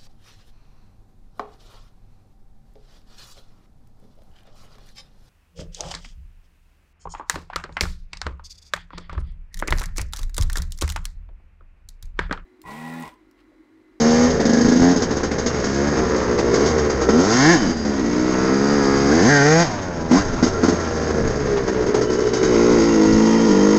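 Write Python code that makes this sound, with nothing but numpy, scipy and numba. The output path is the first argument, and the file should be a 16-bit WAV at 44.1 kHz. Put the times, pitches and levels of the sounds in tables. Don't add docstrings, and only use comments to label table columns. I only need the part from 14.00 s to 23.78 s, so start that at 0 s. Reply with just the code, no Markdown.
import sys
import numpy as np
from scipy import signal
from scipy.fft import rfft, irfft
from scipy.io import wavfile
from scipy.ndimage import uniform_filter1d
from numba import njit

SR = 44100
rng = np.random.default_rng(int(sys.argv[2]) if len(sys.argv) > 2 else 0)


def dump_mix(stems):
    frames = np.atleast_2d(stems).T
    limited = np.clip(frames, -1, 1)
    pcm = np.round(limited * 32767).astype(np.int16)
    wavfile.write(sys.argv[1], SR, pcm)


N = 431298
T = np.arange(N) / SR
TAPS = 4096


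def amp(db):
    return 10 ** (np.asarray(db) / 20)


def unit(x):
    return x / np.sqrt(np.mean(x ** 2))


def curve(table, at):
    s, *columns = np.transpose(table)
    return np.array([np.interp(at, s, c) for c in columns])


def response(points):
    hz, db = np.transpose(points)
    f = np.maximum(np.fft.rfftfreq(TAPS, 1 / SR), 1)
    outside = np.maximum(np.log2(f / hz[-1]), 0) + np.maximum(np.log2(hz[0] / f), 0)
    level_db = np.interp(np.log(f), np.log(hz), db) - 20 * np.minimum(outside, 2)
    cepstrum = irfft(np.log(amp(level_db)))
    cepstrum[1:TAPS // 2] *= 2
    cepstrum[TAPS // 2 + 1:] = 0
    h = irfft(np.exp(rfft(cepstrum)))
    return h / np.linalg.norm(h)


def ring(x, h):
    return signal.fftconvolve(x, h)[:N]


def clicks(times, sizes):
    at = np.clip(times * SR, 0, N - 2)
    i = at.astype(int)
    return np.bincount(i, sizes * (1 - at + i), N) + np.bincount(i + 1, sizes * (at - i), N)


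def puffs(times, sizes, decay_s):
    t = T[:TAPS]
    fade = (np.exp(-t / decay_s) * (1 - np.exp(-10 * t / decay_s))) ** 2
    power = ring(clicks(times, sizes ** 2), fade / fade.sum())
    return np.sqrt(np.maximum(power, 0)) * rng.standard_normal(N)


def walk(rate):
    k = int(SR / rate)
    steps = np.repeat(rng.standard_normal(N // k + 1), k)
    return unit(uniform_filter1d(uniform_filter1d(steps, k), k)[:N])


def scatter(x, decay_s, count=7):
    t = T[:TAPS]
    fade = np.exp(-t / decay_s) * (1 - np.exp(-10 * t / decay_s))
    paths = rng.standard_normal((count, TAPS)) * fade
    weights = np.array([walk(4) for _ in paths])
    weights = weights / np.linalg.norm(weights, axis=0)
    return sum(w * ring(x, h / np.linalg.norm(h)) for w, h in zip(weights, paths))


def disperse(x, spread_s, count=400):
    f = np.fft.rfftfreq(TAPS, 1 / SR)
    delay = spread_s * np.interp(f, np.linspace(0, SR / 2, count), rng.random(count))
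    return ring(x, irfft(np.exp(-2j * np.pi * np.cumsum(delay) * f[1])))


@njit
def resonance(x, hz, width):
    y, band, low = np.empty(len(x)), 0., 0.
    for i in range(len(x)):
        g, k = np.tan(np.pi * hz[i] / SR), width / hz[i]
        v = (band + g * (x[i] - low)) / (1 + g * (g + k))
        band, low, y[i] = 2 * v - band, low + 2 * g * v, k * v
    return y


def emphasise(x, table, width_hz):
    centre_hz, boost_db = curve(table, T)
    return x + (amp(boost_db) - 1) * resonance(x, centre_hz, float(width_hz))


# [pitch_hz, level_db]
WIND_COLOUR = [(15, -3.5), (40, -16.5), (70, -12), (120, -12.5), (250, -9), (600, -24.5), (1500, -66)]
# [pitch_hz, level_db]
BUFFET_COLOUR = [(15, 2), (45, -2), (90, -2.5), (150, -3.5), (250, -10), (600, -42.5)]
# [middle_s, length_s, level_db]
GUSTS = [(0.658, 0.027, -22.5), (0.827, 0.0082, -17), (5.096, 0.22, -33), (6.313, 0.16, -26.5),
         (7.27, 0.046, -22), (7.56, 0.11, -28), (8.751, 0.041, -27), (9.136, 0.05, -21.5)]


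def wind():
    gusts = sum(amp(db) * np.exp(-.5 * ((T - s) / length) ** 2) for s, length, db in GUSTS)
    steady = unit(ring(rng.standard_normal(N), response(WIND_COLOUR)))
    buffet = unit(ring(rng.standard_normal(N), response(BUFFET_COLOUR)))
    return amp(-30.5 + 0.26 * walk(9.6)) * steady + gusts * buffet


# [pitch_hz, level_db]
LEAF_COLOUR = [(400, -17), (900, 15), (1800, 6.5), (3000, -2.5), (5000, -9.5), (6500, -14), (8000, -32),
               (9500, -36)]


def leaves(count=3000):
    when, luck = rng.random((2, count))
    sizes = amp(-4 * np.log(np.maximum(luck, .01)))
    crackle = ring(puffs(when * T[-1], sizes, decay_s=0.015), response(LEAF_COLOUR))
    return amp(-38.5 + 2 * walk(5.3)) * unit(crackle)


# [start_s, relative level_db]
CLACKS = [(0.4003, -17.5), (1.235, -27), (1.31, -19), (2.3844, -14), (4.063, -33), (6.112, -15.5),
          (7.942, -15.5)]
# [pitch_hz, level_db]
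CHASSIS = [(200, -12.5), (420, 10.5), (800, 11), (1400, -1.5), (2000, 2), (3000, -8), (5000, -4),
           (6500, -11), (8000, -19.5), (9500, -19)]


def chassis_clacks():
    s, db = np.transpose(CLACKS)
    return amp(20.5) * ring(puffs(s, amp(db), decay_s=0.023), response(CHASSIS))


# [time_s, firing_rate_hz, relative level_db]
AHEAD = [(0, 61.12, -21.5), (1.4, 57.7, -28), (1.88, 72.9, -23.5), (2, 78.26, -23), (2.55, 65.52, -25.5),
         (3.1, 64.36, -28), (4, 89.6, -32.5), (6, 74.45, -35), (7.15, 52.43, -23.5), (7.55, 66.8, -27.5),
         (8.5, 57.87, -27.5)]


def bike_ahead():
    hz, db = curve(AHEAD, T)
    turns = np.cumsum(hz) / SR
    times = np.interp(np.arange(1, int(turns[-1])), turns, T)
    times = times + .0001 * rng.standard_normal(len(times))
    pulses = clicks(times, amp(2 * rng.standard_normal(len(times))))
    tailpipe = response([(55, -13.5), (75, -12.0), (140, -9.0), (220, -8.5), (420, -2.5), (600, -7.5),
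                         (900, -22.0), (1800, -18.0), (3000, -49)])
    return amp(db + 0.5) * unit(ring(pulses + scatter(pulses, decay_s=0.027), tailpipe))


# [time_s, speed_hz]
CRANK = [(0.0, 76.2), (0.27, 82.4), (0.39, 73.7), (0.65, 81.1), (0.92, 89.9), (1.12, 72.7), (1.55, 73.7),
         (1.66, 67.1), (1.9, 72.5), (2.02, 62.3), (2.52, 58.6), (2.68, 79.8), (3.06, 63.9), (3.18, 83.3),
         (3.42, 137.4), (3.52, 181.5), (3.6, 114.9), (3.65, 91.8), (3.8, 73.7), (3.98, 67.0), (4.05, 56.5),
         (4.17, 61.6), (4.46, 64.8), (4.73, 72.1), (4.84, 68.4), (5.08, 69.5), (5.21, 89.7), (5.31, 147.4),
         (5.41, 138.6), (5.62, 174.5), (5.7, 109), (5.76, 100), (5.83, 93.5), (5.9, 88), (6.0, 82),
         (6.11, 80), (6.19, 101), (6.26, 91), (6.34, 85), (6.41, 80.5), (6.5, 95.2), (6.61, 84), (6.7, 89),
         (6.77, 84.5), (6.88, 79.3), (7.1, 77.8), (7.88, 59.5), (8.47, 63.4), (8.56, 56.7), (8.72, 60.8),
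         (8.8, 55.2), (8.87, 58.0), (8.98, 53.3), (9.44, 56.5), (9.52, 48.4), (9.78, 53.5)]


def crank_hz(at):
    return curve(CRANK, at)[0]


# [time_s, throttle 0-1]
THROTTLE = [(0, 0.72), (.26, 0.85), (.3, 0.32), (.78, 0.38), (.793, 0.87), (.92, 0.78), (.945, 0),
            (1.52, 0.24), (1.66, 0.55), (2.42, 0.46), (2.6, 0.88), (2.75, 0.57), (3.08, 0.46), (3.11, 0.6),
            (3.19, 0.6), (3.34, 0.74), (3.5, 0.88), (3.6, 0.56), (3.68, 0.7), (3.73, 0), (3.85, 0.46),
            (4.45, 0.81), (4.6, 0.71), (4.85, 0.83), (5.25, 0.83), (5.4, 0.75), (5.62, 0.8), (5.66, 0.28),
            (5.8, 0.23), (6.07, 0), (6.095, .45), (6.112, 0.83), (6.16, 0.96), (6.19, 0.64), (6.25, 0.13),
            (6.31, 0.17), (7, 0.33), (7.6, 0.35), (8.3, 0.12), (8.55, 0.81), (9.78, 0.74)]


def throttle_at(at):
    return curve(THROTTLE, at)[0]


LOW_REVS_HZ = 67.9


def loudness(law, throttle, hz):
    shut, wide, per_octave = law
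    return shut + throttle * (wide - shut + per_octave * np.maximum(np.log2(hz / LOW_REVS_HZ), 0))


# [multiple of crank speed, level_db]
OVERRUN = [(4, -5), (5, -5), (6, 0), (7, -2), (8, -7), (9, -6), (10, -5), (12, -8), (16, -11), (20, -13)]


def overrun(turns):
    shut = 1 - throttle_at(T)
    octaves = np.minimum(np.log2(crank_hz(T) / 88), .25)
    tones = 0
    for order, db in OVERRUN:
        tone = unit(np.sin(2 * np.pi * (order * turns + rng.random())))
        tones = tones + amp(db + 1.2 * walk(9)) * tone
    return amp(-35 + 16 * octaves) * shut ** 2 * tones


# [time_s, once_a_turn_db, twice_a_turn_db]
SHAKE = [(0, -43, -27), (.33, -28.5, -31.5), (.55, -39.5, -48), (1.1, -34.5, -42), (1.8, -31, -35),
         (2.4, -35, -37), (2.75, -28, -30), (3.3, -32.5, -53), (4.1, -36, -40), (4.7, -49, -30.5),
         (5.12, -29, -27.5), (5.4, -24, -76), (5.9, -37.5, -31.5), (6.6, -29.5, -38), (7.35, -31, -30.5),
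         (7.8, -39, -35), (8.6, -48, -35), (9.6, -45, -54.5)]
# [throttle_shut_db, wide_open_db, more per octave of revs_db]
THUMP_LAW = (-54, -46, 24)
# [time_s, level_db]
EXHAUST_LEVEL = [(0, 6.5), (.9, 1), (1.3, 3), (2.3, 4.5), (3.15, 6.5), (3.5, -1.5), (3.75, -4.5),
                 (4.4, 3.5), (5.05, 5), (5.38, 5), (5.61, 8.5), (5.68, -16.5), (6.2, 0), (7.3, -4),
                 (8.2, 8.5), (8.65, 9), (9.0, 5), (9.4, 6), (9.78, 10.5)]
THUMP_FOLLOWS_EXHAUST = 0.6


def piston_shake(turns):
    once, twice = amp(curve(SHAKE, T))
    thump_db = loudness(THUMP_LAW, throttle_at(T), crank_hz(T))
    thump = amp(thump_db + THUMP_FOLLOWS_EXHAUST * curve(EXHAUST_LEVEL, T)[0])
    first = np.hypot(once, thump) * unit(np.sin(2 * np.pi * turns))
    return first + twice * unit(np.cos(2 * 2 * np.pi * turns))


# [middle_s, half_length_s, pitch_hz, width_hz, relative level_db]
WHINES = [(3.75, .2, 4850, 70, -40), (4.8, .45, 4850, 150, -36), (9.35, .45, 5370, 35, -43),
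          (3.58, .14, 3050, 40, -47), (6.55, .4, 1370, 45, -38), (8.3, .35, 3010, 30, -47),
          (8.5, .25, 3835, 35, -46), (9.15, .4, 2778, 25, -47), (9.5, .3, 3150, 20, -42)]


def whines(drive):
    t = T[:TAPS]
    out = 0
    for s, length, hz, width, db in WHINES:
        swell = np.exp(-((T - s) / length) ** 4)
        tone = np.exp(-np.pi * width * t) * np.sin(2 * np.pi * hz * t)
        out = out + amp(db) * swell * unit(ring(drive, tone))
    return out


# [pitch_hz, level_db]
METAL_COLOUR = [(1800, -31.5), (2600, -10.5), (3100, -5.5), (3600, 0), (4200, 0), (4800, 6), (5400, 7),
                (5900, 3.5), (6500, 12.5), (6900, 0), (7300, -7.5), (8000, -15), (8700, -71.5)]
# [pitch_hz, width_hz, relative level_db]
MODES = [(2783, 13, -19), (3020, 24, -17), (3130, 39, -15), (3950, 25, -24), (4760, 23, -18.5),
         (5450, 24, -21.5), (6270, 45, -18.5), (6170, 110, -31)]


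def metal_response(modes_db):
    t = T[:TAPS]
    modes = 0
    for hz, width, db in MODES:
        equal_energy = np.sqrt(4 * np.pi * width / SR)
        decay = np.exp(-np.pi * width * t)
        modes = modes + amp(db) * equal_energy * decay * np.sin(2 * np.pi * hz * t)
    h = response(METAL_COLOUR) + amp(modes_db) * modes
    return h / np.linalg.norm(h)


# [throttle_shut_db, wide_open_db, more per octave of revs_db]
METAL_LAW = (-45, -31.5, 8)
# [time_s, level_db]
METAL_LEVEL = [(0, 5.5), (.6, -1), (1.0, 2.5), (1.5, -1.5), (1.7, 2.5), (2.5, -0.5), (3.1, -2), (3.22, 5),
               (3.38, 5), (3.52, 1.5), (3.66, 1), (4.2, -2), (5.1, 0.5), (5.4, 2), (5.9, -1.5), (6.5, 1.5),
               (7.4, -0.5), (7.9, -0.5), (8.4, 0), (8.6, 1), (9.78, 1)]


def metal_rattle(times, hz, strength, chance):
    slap = strength * amp(1.9 * chance[2])
    locked = np.interp(hz, [85, 135], [.2, .7])
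    rattle = scatter(clicks(times, slap * np.sqrt(locked)), decay_s=0.019)
    rattle = rattle + amp(0.5) * puffs(times, slap * np.sqrt(1 - locked), decay_s=0.022)
    gears = amp(loudness(METAL_LAW, throttle_at(T), crank_hz(T)))
    hiss = amp(-5.5) * gears * np.interp(crank_hz(T), [85, 135], [1, .65]) * rng.standard_normal(N)
    zing = ring(rattle + hiss, metal_response(modes_db=-2.5))
    zing = zing + whines(puffs(times, np.ones(len(times)), decay_s=0.021))
    return amp(curve(METAL_LEVEL, T)[0]) * zing


# [time_s, share 0-1]
PIPE_ECHO = [(0, 0.85), (.8, 0.29), (3.5, 0.08), (3.9, 0.3), (4.1, 0.14), (8.7, 0.16), (9, 0.96),
             (9.78, 0.57)]
ROUND_TRIP_S = .0042


def pipe_waves(times, sizes, share=1):
    echo = share * curve(PIPE_ECHO, times)[0]
    return sum(clicks(times + k * ROUND_TRIP_S, sizes * echo ** k / (1 + echo)) for k in range(3))


# [pitch_hz, level_db]
BARK_COLOUR = [(400, -19.5), (580, -6), (700, 2), (870, -5.5), (1020, 2.5), (1180, -4), (1380, -2.5),
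               (1850, -3), (2150, -7.5), (2500, -15), (3200, -28)]
BARK_SLOW = [(400, -26.5), (600, -12.5), (800, 1), (1000, 4.5), (1200, -6), (1380, 2), (1600, -17),
             (1950, -0.5), (2250, -10), (2600, -14.5), (3200, -21.5)]
BARK_TUNED = [(400, -6), (600, 1.5), (760, 0), (900, -5), (1020, -3), (1140, -5), (1280, -2.5),
              (1420, -2.5), (1600, 0), (1720, -1), (1850, 0.5), (2080, -4), (2300, -8.5), (2600, -19),
              (3200, -25)]
# [throttle_shut_db, wide_open_db, more per octave of revs_db]
BARK_LAW = (-37.5, -22.5, 7)
# [pitch_hz, level_db]
SNAP_COLOUR = [(350, -18), (520, -3.5), (740, 4.5), (900, -3), (1100, -8.5), (1380, -2.5), (1720, -2.5),
               (2000, -4.5), (2600, -25.5)]
# [time_s, share 0-1]
SNAP_SHARE = [(0, .3), (.4, .3), (.45, .65), (.93, .65), (1.05, .3), (2.4, .2), (2.54, .45), (3.1, .35),
              (3.4, .2), (4.3, .35), (5.2, .35), (5.7, .15), (6.15, .35), (7.9, .2), (8.6, .12)]
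# [start_hz, full_hz]
ON_PIPE_HZ = (110, 137)
CLEAR = (.72, .64, .45)
# [time_s, pitch_hz, boost_db]
BARK_PEAK = [(0, 1600, -10), (.55, 1690, 7), (.86, 1710, 4.5), (1.3, 1420, -2), (2.6, 1070, 6.5),
             (3.2, 1380, 5), (3.36, 1370, 6), (3.5, 1740, 7), (3.8, 1341, -2), (4.2, 1355, -1),
             (4.7, 1301, 8), (5.08, 1240, 6.5), (5.11, 1300, 13), (5.14, 1860, 10), (5.17, 1813, 12),
             (5.26, 1730, 6.5), (5.32, 1650, 11.5), (5.42, 1540, 7), (5.5, 1800, -12), (5.58, 1280, 2),
             (5.62, 1760, -9), (5.66, 1080, 4), (5.75, 944, 3), (6.16, 865, 8), (6.24, 1850, 11),
             (6.33, 1367, 4), (6.8, 1370, 3.5), (7.5, 1370, 1), (8.4, 1340, 5), (8.6, 2000, -1),
             (8.85, 1070, -1), (9.4, 1340, -2), (9.78, 1020, 5.5)]
COAST_CLEAR = 0.24
SNAP_LAG_S = .0018


def exhaust_bark(times, hz, strength, shut, chance):
    direct = curve(SNAP_SHARE, times)[0]
    snap = clicks(times + SNAP_LAG_S, strength * np.sqrt(direct))
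    snap = amp(-7.0) * ring(snap, response(SNAP_COLOUR))

    tuned = np.interp(hz, ON_PIPE_HZ, [0, 1])
    strong = strength * np.sqrt((1 - direct) * tuned) * amp(1.5 * chance[0])
    cracks = clicks(times + .000022 * chance[2], strong)
    scream = .65 * disperse(cracks, spread_s=.007) + .75 * scatter(cracks, decay_s=.005)
    scream = scream + .3 * puffs(times, strong, decay_s=.006)

    untuned = strength * np.sqrt((1 - direct) * (1 - tuned))
    clear = np.interp(hz, [55, 80, 125], CLEAR)
    clear = clear + (1 - clear) * COAST_CLEAR * shut
    blast = pipe_waves(times, untuned * np.sqrt(clear), share=0.45)
    crack = .7 * disperse(blast, spread_s=.018) + .7 * scatter(blast, decay_s=.013)
    flow = amp(loudness(BARK_LAW, throttle_at(T), crank_hz(T)))
    rush = np.interp(crank_hz(T), ON_PIPE_HZ, [.2, .08]) * flow * rng.standard_normal(N)
    gas = .8 * puffs(times, untuned * np.sqrt(1 - clear), decay_s=.02) + rush

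    above_idle = np.interp(crank_hz(T), [56, 65], [0, 1])
    rasp = ring((crack + gas) * above_idle, response(BARK_COLOUR))
    rasp = rasp + ring((crack + gas) * (1 - above_idle), response(BARK_SLOW))
    rasp = amp(-0.12) * rasp + amp(0.5) * ring(scream, response(BARK_TUNED)) + snap
    return emphasise(rasp, BARK_PEAK, width_hz=82)


# [pitch_hz, level_db]
AIRBOX_FAST = [(70, -59.5), (130, -15.5), (175, -1.5), (215, -1), (250, 1.5), (280, -2.5), (330, 3.5),
               (380, -11), (500, -31.5), (900, -48.5)]
AIRBOX_SLOW = [(100, -37), (160, -7), (190, 3.5), (218, 2), (265, -1.5), (315, 8), (345, -4), (385, -38),
               (500, -16.5), (900, -41)]
# [pitch_hz, level_db]
HONK_COLOUR = [(380, -25), (510, -8), (620, -3.5), (760, 0), (840, -4), (980, -17), (1400, -33)]
# [start_hz, full_hz]
AIRBOX_SHIFT_HZ = (62.4, 76.1)
HONK_HZ = (64, 80)
HALF_TURN_SHARE = 0.16


def intake_boom(times, hz, airbox, honk):
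    fast = np.interp(hz, AIRBOX_SHIFT_HZ, [0, 1])
    draw, slow = times + 0.00328, airbox * (1 - fast)
    gulps = clicks(draw, slow) + HALF_TURN_SHARE * clicks(draw + .5 / hz, slow)
    boom = ring(pipe_waves(times, airbox * fast), response(AIRBOX_FAST))
    boom = boom + ring(gulps, response(AIRBOX_SLOW))
    honks = clicks(times, honk * np.interp(hz, HONK_HZ, [0, 1]))
    return boom + ring(honks, response(HONK_COLOUR))


# [pitch_hz, level_db]
EXHAUST_COLOUR = [(150, -34), (270, -18), (335, -6), (375, -1.5), (435, 0), (475, -3), (520, -11),
                  (600, -16), (740, -29), (1400, -55)]


def exhaust_pipe(times, strength, unsteady):
    waves = pipe_waves(times, strength, share=0.97)
    uneven = scatter(clicks(times, strength * unsteady), decay_s=0.031)
    sputter = puffs(times, .25 * strength * unsteady, decay_s=.012)
    return ring(0.69 * waves + 1.15 * uneven + sputter, response(EXHAUST_COLOUR))


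# [time_s, pitch_hz, boost_db]
FORMANT = [(0, 228, 5), (.28, 240, 4), (.35, 450, 10), (.46, 245, 5), (.9, 255, 9.5), (1.3, 270, 3.5),
           (1.55, 420, -9.5), (1.66, 205, 6), (1.95, 212, 5.5), (2.08, 390, 2), (2.3, 390, 3),
           (3.03, 395, 0.5), (3.1, 215, 10), (3.191, 255, 15), (3.3, 440, 4), (3.4, 255, 3.5),
           (3.52, 345, 4), (3.66, 240, 9.5), (3.9, 220, 12.5), (4.05, 285, 8), (4.3, 320, 2),
           (4.38, 400, -9), (4.551, 215, 8.5), (4.999, 280, 2.5), (5.14, 295, 6.5), (5.2, 400, 5),
           (5.24, 210, 5), (5.33, 290, 3), (5.44, 285, 5), (5.5, 465, 3), (5.58, 490, 2.5),
           (5.611, 345, -1), (6.05, 250, 8), (6.15, 260, 7.5), (6.45, 260, 5.5), (6.55, 480, 12.5),
           (6.67, 255, 7), (6.8, 567, 10), (6.95, 539.3, 12), (7.1, 465, 13), (7.5, 400, 11), (8.3, 405, 7),
           (8.6, 300, 3.5), (8.8, 340, 6), (9.019, 295, 5.5), (9.2, 220, 7.5), (9.78, 215, 5.5)]


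def engine_note(boom, pipe):
    return emphasise(amp(-2.5) * boom + amp(-1.5) * pipe, FORMANT, width_hz=89)


# [start_s, throttle 0-1, relative level_db]
POPS = [(.301, 0.73, -2), (.333, 0.9, -6), (.397, 0.9, 0.5), (.7945, 0.97, -2), (.959, 0.88, -2.5),
        (1.019, 0.74, -1), (1.107, 0.8, -1.5), (1.165, 0.77, -3.5), (1.231, 0.74, 0), (1.313, 0.86, -4),
        (1.381, 0.9, -2), (1.46, 0.8, 0.5), (1.542, 0.6, -2), (1.64, 0.63, 0), (2.386, 0.77, -1),
        (3.01, 0.64, 0.5), (3.087, 0.64, 6), (3.672, 0.85, -6.5), (6.11, 0.98, 0), (6.425, 0.97, 2.5),
        (6.462, 0.82, -0.5), (6.632, 0.92, 1.5), (6.681, 0.98, 0), (6.725, 1, -6), (7.861, 0.8, -5),
        (7.943, 0.57, -1.5), (8.011, 0.6, -0.5), (8.098, 0.8, -4), (8.128, 0.6, -5), (8.186, 0.6, -3),
        (8.267, 0.72, -2.5), (8.332, 0.6, -1.5), (8.367, 0.57, -3), (8.428, 0.64, 3.5)]
# [start_s, first_gap_s, gap_change_s per pop, pop count, throttle 0-1, relative level_db, fade_db per pop]
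STUTTERS = [(.4518, .0394, -.0004, 9, .92, 1.5, -.1), (2.5385, .1195, 0, 5, .48, 5.5, -1.4)]


def pops():
    rows = list(POPS)
    for start, gap, change, count, throttle, db, fade in STUTTERS:
        for k in range(count):
            rows.append((start + k * gap + k * (k - 1) / 2 * change, throttle, db + k * fade))
    return np.transpose(rows)


# [throttle_shut_db, wide_open_db, more per octave of revs_db]
AIRBOX_LAW = (-38, -10, 2)
HONK_LAW = (-52, -19.5, 0)
EXHAUST_LAW = (-34, -16.5, -1.5)
# [airbox_db, honk_db, exhaust_db, bark_db, metal_db]
POP_EXTRA = (-1.5, -9, 4, -0.5, 3.5)
UNSTEADY = [(0, .25), (.2, .3), (.4, .55), (.72, .15)]
BARK_FOLLOWS_EXHAUST = 0.12
SECOND_FIRING_DB = -4


def firings(turns):
    intake_laws, outlet_laws = (AIRBOX_LAW, HONK_LAW), (EXHAUST_LAW, BARK_LAW, METAL_LAW)
    starts, pop_throttle, pop_level = pops()
    pop_hz = crank_hz(starts)
    first = [loudness(law, pop_throttle, pop_hz) for law in intake_laws]
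    first += [loudness(law, 0.85, pop_hz) for law in outlet_laws]
    first = np.array(first) + pop_level + np.array(POP_EXTRA)[:, None]
    pop_times = np.concatenate([starts, starts + 1 / pop_hz])

    times = np.interp(np.arange(turns[-1]), turns, T)
    nearest_s = np.abs(times[:, None] - pop_times).min(axis=1)
    times = times[nearest_s * crank_hz(times) > .5]
    throttle, hz = throttle_at(times), crank_hz(times)
    db = np.array([loudness(law, throttle, hz) for law in intake_laws + outlet_laws])
    db = db + np.outer([0, 0, 1, BARK_FOLLOWS_EXHAUST, 0], curve(EXHAUST_LEVEL, times)[0])
    unsteady = np.concatenate([curve(UNSTEADY, throttle)[0], np.zeros(len(pop_times))])
    levels_db = np.hstack([db, first, first + SECOND_FIRING_DB])
    return np.concatenate([times, pop_times]), levels_db, unsteady


COAST_SCATTER_DB = 3


def engine():
    turns = np.cumsum(crank_hz(T)) / SR
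    times, db, unsteady = firings(turns)
    hz = crank_hz(times)
    chance = rng.standard_normal((len(times), 3)).T
    times = times + .00007 * unsteady * chance[0]
    shut = 1 - throttle_at(times)
    spread_db = 2.0 * unsteady + COAST_SCATTER_DB * shut ** 2 * (unsteady > 0)
    airbox, honk, exhaust, bark, metal = amp(db + spread_db * chance[1]) * np.sqrt(SR / hz)
    boom = intake_boom(times, hz, airbox, honk)
    note = engine_note(boom, exhaust_pipe(times, exhaust, unsteady))
    rasp = exhaust_bark(times, hz, bark, shut, chance)
    zing = metal_rattle(times, hz, metal, chance)
    return note + rasp + zing + piston_shake(turns) + overrun(turns)


def scene():
    return (wind() + leaves() + chassis_clacks() + bike_ahead() + engine())[None]


def record(dry):
    ceiling = .85
    rounded = dry / (1 + (dry / ceiling) ** 4) ** (1 / 4)
    return signal.sosfilt(signal.ellip(8, .2, 80, 8400, fs=SR, output="sos"), rounded)


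dry = scene()
out = record(dry)
dump_mix(out)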